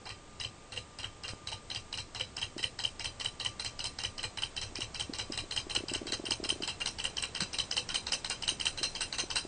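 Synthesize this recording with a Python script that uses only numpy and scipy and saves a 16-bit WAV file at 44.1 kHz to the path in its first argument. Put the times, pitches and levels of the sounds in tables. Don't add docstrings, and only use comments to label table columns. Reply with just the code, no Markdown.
import sys
import numpy as np
from scipy import signal
from scipy.fft import rfft, irfft, next_fast_len
from scipy.io import wavfile

SR = 44100
rng = np.random.default_rng(int(sys.argv[2]) if len(sys.argv) > 2 else 0)


def file_out(sig):
    cols = np.atleast_2d(sig).T
    lim = np.clip(cols, -1, 1)
    pcm = np.round(lim * 32767).astype(np.int16)
    wavfile.write(sys.argv[1], SR, pcm)


N = 417627

# time in seconds, tick level in dB, flutter level in dB (both before each mode's own level).
KNOCK_ROWS = [(0.057, -31.5, -41), (0.093, -28, -23.5), (0.402, -20, -22), (0.4379, -26, -19),
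              (0.723, -27, -46), (0.764, -28, -21), (0.9885, -26.5, -35), (1.033, -27, -22),
              (1.237, -27, -34), (1.2812, -23.5, -34), (1.474, -19.5, -26.5), (1.5181, -25, -24),
              (1.703, -22.5, -27), (1.749, -21.5, -17.5), (1.9292, -20, -20.5), (1.9757, -23, -23),
              (2.1498, -20.5, -27), (2.1984, -25.5, -16.5), (2.369, -21, -25), (2.4165, -27, -14),
              (2.5816, -23, -27), (2.6301, -23, -12), (2.7912, -19.5, -25), (2.8401, -21.5, -10.5),
              (2.997, -22.5, -24), (3.046, -20.5, -14), (3.2005, -21.5, -19), (3.2478, -22, -15),
              (3.4007, -20.5, -26), (3.4498, -23, -16), (3.598, -20.5, -41), (3.6486, -19.5, -27),
              (3.7938, -20.5, -20), (3.8431, -18, -19), (3.9889, -19, -31), (4.0379, -18.5, -14.5),
              (4.1826, -22, -25), (4.2317, -22.5, -21.5), (4.375, -20.5, -22), (4.4233, -20, -16.5),
              (4.567, -21.5, -21.5), (4.616, -22, -22), (4.757, -19, -28), (4.808, -21.5, -18),
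              (4.947, -21.5, -23), (4.9985, -20, -13), (5.1374, -20, -26), (5.1875, -23, -19.5),
              (5.3232, -22.5, -30), (5.377, -18, -19.5), (5.512, -18, -21.5), (5.5648, -18, -11.5),
              (5.699, -22.5, -22), (5.752, -18, -13), (5.8851, -21.5, -25), (5.9382, -21.5, -16.5),
              (6.0706, -21, -26), (6.1233, -15, -19.5), (6.256, -25, -20.5), (6.3093, -13.5, -19),
              (6.44, -24.5, -23.5), (6.4925, -19, -14.5), (6.624, -20.5, -18), (6.678, -19.5, -17),
              (6.8046, -24, -31), (6.8608, -13.5, -17.5), (6.988, -22.5, -17.5), (7.043, -21.5, -16.5),
              (7.171, -15.5, -18), (7.2258, -22, -14.5), (7.3509, -22, -20.5), (7.4068, -13, -24),
              (7.5331, -20.5, -19), (7.5878, -11.5, -11.5), (7.7135, -15, -25), (7.7685, -14, -16.5),
              (7.8915, -18, -20.5), (7.9458, -13, -17), (8.0697, -16, -22), (8.123, -11, -17),
              (8.2476, -15.5, -28), (8.3001, -20, -36), (8.4248, -21, -20.5), (8.4797, -13, -13),
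              (8.601, -18, -22.5), (8.6566, -13, -14.5), (8.7767, -19.5, -33), (8.8327, -11, -14.5),
              (8.9526, -18, -31), (9.009, -15.5, -20), (9.128, -18, -32), (9.1857, -15.5, -24.5),
              (9.304, -18, -22), (9.359, -11.5, -17)]


def amp(db):
    return 10 ** (np.asarray(db) / 20)


def in_time(rows):
    s, *columns = np.transpose(rows)
    return [np.interp(np.arange(N) / SR, s, c) for c in columns]


def colour(x, points):
    size = next_fast_len(N)
    hz = np.maximum(np.fft.rfftfreq(size, 1 / SR), 1)
    point_hz, point_db = np.transpose(points)
    gain = amp(np.interp(np.log(hz), np.log(point_hz), point_db))
    return irfft(rfft(x, size) * gain, size)[:N]


def clicks(s, db):
    out = np.full(N, 1e-18)
    places = np.clip((np.asarray(s) * SR).astype(int), 0, N - 1)
    np.add.at(out, places, amp(db))
    return out


def ring(x, hz, width_hz):
    r, w = np.exp(-np.pi * width_hz / SR), 2 * np.pi * hz / SR
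    return signal.lfilter([0, np.sin(w)], [1, -2 * r * np.cos(w), r * r], x)


def ring_softly(x, hz, width_hz):
    twice = ring(ring(x, hz, width_hz), hz, width_hz)
    return twice * 2 * np.e * np.pi * width_hz / SR


def fade(x, t60):
    return signal.lfilter([1], [1, -amp(-60 / (t60 * SR))], x)


def swell(x, rise_s):
    r = np.exp(-1 / (rise_s * SR))
    return signal.lfilter([1 - r], [1, -r], x)


def later(x, lag_s):
    return np.concatenate([np.zeros(round(lag_s * SR)), x])[:N]


def rattle(per_s, spread_db):
    sizes = amp(spread_db * np.minimum(rng.exponential(1, N), 4)) * rng.choice([-1, 1], N)
    grains = sizes * (rng.random(N) < per_s / SR)
    return grains / grains.std()


def strike(s, db, modes, spread_db, scrape_db, stagger_s):
    out = np.zeros(N)
    chance = np.clip(rng.normal(0, 1, (len(s), len(modes), 4)), -2, 1.5)
    for k, (hz, width_hz, mode_db) in enumerate(modes):
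        level = db[:, k] + mode_db + spread_db * chance[:, k, 0]
        blow = clicks(s + stagger_s * chance[:, k, 1], level)
        before = clicks(s - .0015 + stagger_s * chance[:, k, 2], level - 5.5)
        after = clicks(s + 0.002 + stagger_s * chance[:, k, 3], level - 13.0)
        grit = fade(blow[::-1], 0.015)[::-1] + fade(blow, 0.0075)
        scrape = amp(scrape_db) * grit * rng.standard_normal(N)
        out += ring_softly(blow + before - after + scrape, hz, width_hz)
    return out


def run_up():
    # time in seconds, ring-out level of the light and of the heavy knock in dB,
    # level of the top of the tick for the light and for the heavy knock in dB (all relative).
    force_rows = [(0, -44, -46.5, -46, -39), (1.5, -42.5, -41, -34, -37), (2.5, -41, -38, -33.5, -30.5),
                  (3.5, -40.5, -39, -34.5, -24.5), (4.3, -43.5, -38.5, -36.5, -30),
                  (5.5, -41, -37, -34, -22), (7.2, -40, -36, -36.5, -22.5), (8.4, -41.5, -34, -30, -21.5),
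                  (9.47, -40, -33.5, -38, -23)]
    s, (at, *columns) = np.array(KNOCK_ROWS)[:, 0], np.transpose(force_rows)
    ring_light, ring_heavy, top_light, top_heavy = (np.interp(s, at, c) for c in columns)
    heavy = np.arange(len(s)) % 2 == 1
    return np.where(heavy, ring_heavy, ring_light), np.where(heavy, top_heavy, top_light)


def hiss():
    # frequency in Hz, relative level in dB per Hz.
    spectrum = [(20, 7.5), (35, -9), (70, -2.5), (140, -8.5), (300, -11.5), (500, -13), (900, -16),
                (1500, -21), (3000, -23), (6000, -27), (9000, -22)]
    # time in seconds, level in dB rms.
    loudness = [(0, -50.5), (3, -49.5), (6, -47.5), (9.47, -46.5)]
    noise = colour(rng.standard_normal(N), [(3.1, -33.5)] + spectrum)
    return amp(in_time(loudness)[0]) * noise / noise.std()


def whine():
    # time in seconds, middle pitch in Hz, middle level in dB rms.
    tone_rows = [(0, 1205, -64), (1.3, 1203, -64.5), (2.7, 1195, -69), (3.0, 1183, -66), (3.3, 1190, -65),
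                 (3.7, 1178, -64), (4.2, 1198, -64), (4.3, 1165, -69), (4.9, 1178, -67), (5.1, 1157, -66),
                 (6.05, 1154, -64), (6.3, 1170, -74), (9.47, 1170, -82)]
    hz, db = in_time(tone_rows)
    waver = swell(swell(rng.standard_normal(N), 0.025), 0.025)
    waver = waver / waver.std()
    wavering_hz = hz + 3.98 * waver[::-1]
    tone = np.sin(2 * np.pi * np.cumsum(wavering_hz) / SR)
    return np.sqrt(2) * amp(db + 2.4 * waver) * tone


def snap():
    dip = fade(clicks([1.3351], -27), 0.0061)
    return -swell(dip, .0001)


def pops():
    # start in seconds, level in dB, pitch in Hz.
    pop_rows = [(2.564, -30, 337), (2.596, -37.5, 377), (4.721, -42, 350), (4.787, -32.5, 342),
                (5.094, -30, 280), (5.125, -36, 378), (5.299, -29, 320), (5.315, -39, 237),
                (5.42, -41, 294), (5.437, -37, 345), (5.667, -33.5, 345), (5.773, -32, 342),
                (5.804, -32.5, 345), (5.836, -29.5, 346), (5.915, -28.5, 342), (5.926, -36, 310),
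                (5.958, -30.5, 350), (6.015, -29, 350), (6.027, -35, 326), (6.056, -33.5, 342),
                (6.073, -33.5, 382), (6.1, -35, 340), (6.126, -29.5, 358), (6.196, -29.5, 342),
                (6.239, -31.5, 360), (6.285, -31.5, 360), (6.314, -30.5, 337), (6.3995, -29.5, 367),
                (6.429, -29.5, 366), (6.456, -31.5, 357), (6.523, -29, 350), (6.559, -34.5, 350),
                (6.603, -29, 366), (6.628, -33.5, 324.4), (7.415, -31.5, 188), (8.519, -36.5, 339),
                (8.736, -42, 347), (8.812, -33.5, 348), (9.236, -31.5, 352), (9.449, -32, 350)]
    out, push = np.zeros(N + SR), np.zeros(SR // 10)
    push[0] = 1
    for s, db, hz in pop_rows:
        body = ring_softly(push, hz, hz * hz / 600)
        body += amp(-11.0) * ring_softly(push, 1.75 * hz, 0.47 * hz)
        body += amp(-16) * ring(push, hz, 40)
        body = signal.sosfilt(signal.butter(2, .7 * hz, "high", fs=SR, output="sos"), body)
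        start = int(s * SR)
        out[start:start + len(push)] += amp(db) * body
    return out[:N]


def thuds():
    # time in seconds, level of the main landing in dB before the resonances.
    landing_level = [(0, -42.5), (1.5, -40), (3, -42.5), (5, -40.5), (6.5, -44.5), (7.2, -51), (9.47, -71)]
    s = np.array(KNOCK_ROWS)[1::2, 0]
    chance = rng.normal(0, 1, (len(s), 4))
    db = np.interp(s, *np.transpose(landing_level)) + 0.5 * chance[:, 0]
    landing = clicks(s + 0.01595, db)
    landing += clicks(s + 0.0443 + .004 * chance[:, 1], db - 10.5 + 2.0 * chance[:, 2])
    landing += clicks(s - .04 + .004 * chance[:, 3], db - 6.0)
    base = ring_softly(landing, 105.2, 35) + amp(-5.5) * ring_softly(landing, 76.0, 31)
    return signal.sosfilt(signal.butter(2, 60, "high", fs=SR, output="sos"), base)


def ring_out():
    # pitch in Hz, width in Hz, relative level in dB seen from the side,
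    # relative level in dB with the tray turned, t60 in seconds (widths and t60 are limited below).
    frame_modes = [(878, 295, -9.5, -11.5, 0.11), (1104, 138, -15, -6, 0.14), (514, 77, -11.5, -11.5, 0.24),
                   (1534, 440, -16.5, -9, 0.14), (1922, 156, -10, -11, 0.14), (1997, 134, -4, -8, 0.072),
                   (2330, 350, -17, -17.5, 0.51), (2413, 170, -9, -9, 0.17), (2677, 49, -11.5, 1.5, 0.21),
                   (2801, 55, -1, 6, 0.089), (2761, 41, -9, -1.5, 0.14), (3105, 120, -6.5, -2.5, 0.23),
                   (3186, 100, -3.5, -3, 0.1), (3710, 67, -19, -21, 0.057), (3850, 160, -13, -10, .18),
                   (3963, 51, 3.5, -8, 0.16), (4142, 105, 0, -0.5, 0.15), (4032, 22, -14, -3.5, 0.2),
                   (4265, 130, -11, -7, 0.1), (4480, 68, -15.5, -7.5, 0.095), (4836, 68, -4.5, -10.5, 0.25),
                   (5030, 96, -12, -8.5, 0.25), (5216, 130, -10, -13.5, 0.22),
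                   (5590, 180, -10, -12.5, 0.27), (5970, 110, -15, -5, 0.18), (6370, 280, -13.5, -12, 0.17),
                   (6880, 170, -18, -22.5, 0.11), (7760, 260, -12.5, -15, 0.3),
                   (8500, 240, -25, -18.5, 0.16), (8971, 223, 4, 7, 0.25)]
    # time in seconds, share of the tray's turn from 0 to 1.
    tray_turn = [(0, 0.28), (5.4, 0.36), (7.0, 0.72), (9.47, 0.9)]
    longest_t60_s = .195
    narrowest_hz = 85
    even_tick_db, brighter_per_db = -21.5, 0.69
    (s, tick_db, _), ring_db = np.transpose(KNOCK_ROWS), run_up()[0]
    bright_db = brighter_per_db * (tick_db - even_tick_db)
    turned = np.clip(np.interp(s, *np.transpose(tray_turn)), 0, 1)
    out = np.zeros(N)
    chance = np.clip(rng.normal(0, 1, (len(s), len(frame_modes))), -2, 2)
    drive = [rattle(900, 2.86) + 0.62 * rng.standard_normal(N) for _ in range(2)]
    for k, (hz, width_hz, side_db, turned_db, t60) in enumerate(frame_modes):
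        width_hz = max(width_hz, narrowest_hz)
        tilt_db = bright_db * (.5 if hz > 3500 else -.5)
        mode_db = side_db + turned * (turned_db - side_db)
        blows = clicks(s - .0012, ring_db + tilt_db + mode_db + 3.34 * chance[:, k])
        envelope = swell(fade(blows, min(t60, longest_t60_s)), 0.0036)
        even_gain = (2 * np.pi * width_hz / SR) / np.e
        out += ring_softly(envelope * drive[k % 2], hz, width_hz) * even_gain
    room = fade(clicks(s, ring_db - 22.0), 0.63) * rng.standard_normal(N)
    room_band = signal.butter(2, [1500, 7000], "band", fs=SR, output="sos")
    return amp(19) * out + signal.sosfilt(room_band, room)


def flutter():
    # pitch in Hz, width in Hz, relative level in dB.
    wall_band = [(2880, 330, -11.5), (3053, 212, -8)]
    # gain in dB of the direct sound, then of each round.
    rounds_db = [-13, -3, -21, -19, -24.5]
    lead_s, round_trip_s = 0.001197, .0124
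    s, flutter_db = np.transpose(KNOCK_ROWS)[[0, 2], :, None]
    levels = np.tile(flutter_db, len(wall_band))
    band = strike(s[:, 0] - lead_s, levels, wall_band, spread_db=-0.5, scrape_db=-23.5, stagger_s=.0006)
    return sum(amp(db) * later(band, round_trip_s * k) for k, db in enumerate(rounds_db))


def ticks():
    # pitch in Hz, width in Hz, relative level in dB.
    pin_modes = [(889, 145, -21), (1210, 310, -23), (1526, 300, -19.5), (2035, 960, -10.5),
                 (4010, 380, -13.5), (4510, 450, -13.5), (4995, 670, -11.5), (5163, 320, -14),
                 (5800, 1200, -11.5), (6280, 1300, -24)]
    top_modes = [(8130, 1500, -6.5), (9500, 270, 13.5)]
    # lag in seconds, gain in dB.
    wall_echoes = [(0.0167, -11.5), (0.0208, -13), (.0285, -11.5)]
    lead_s = 0.00048
    low_hz, high_hz, high_share = 4000, 5150, .65
    s, tick_db = np.transpose(KNOCK_ROWS)[:2, :, None]
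    pitch_hz = np.where(rng.random(s.shape) < high_share, high_hz, low_hz)
    pitch_hz = pitch_hz * (1 + 0.051 * rng.standard_normal(s.shape))
    octaves_off = np.minimum(np.abs(np.log2(np.array(pin_modes)[:, 0] / pitch_hz)), .3)
    contact_s = s[:, 0] - lead_s
    body = strike(contact_s, tick_db - 30 * octaves_off, pin_modes,
                  spread_db=1.0, scrape_db=-21.5, stagger_s=.00025)
    top_db = np.tile(run_up()[1][:, None], len(top_modes))
    top = strike(contact_s, top_db, top_modes, spread_db=1.5, scrape_db=-18.0, stagger_s=0.00032)
    direct = body + top
    return direct + sum(amp(db) * later(direct, lag) for lag, db in wall_echoes)


def scene():
    # frequency in Hz, relative level in dB.
    side_spectrum = [(60, -36), (125, -39), (250, -30), (500, -28), (1000, -25.5), (1500, -16.5),
                     (2700, -27.5), (5000, -27), (9000, -22)]
    mid = ticks() + flutter() + ring_out() + thuds() + pops() + snap() + whine() + hiss()
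    flicker = swell(swell(rng.standard_normal(N), 0.0097), 0.0097)
    side = colour(mid * flicker / flicker.std(), side_spectrum)
    return np.array([mid + side, mid - side])


def record(dry):
    gentler = signal.sosfilt(signal.butter(6, 9600, fs=SR, output="sos"), dry)
    return signal.sosfilt(signal.cheby2(16, 55, 9250, fs=SR, output="sos"), gentler)


dry = scene()
out = record(dry)
file_out(out)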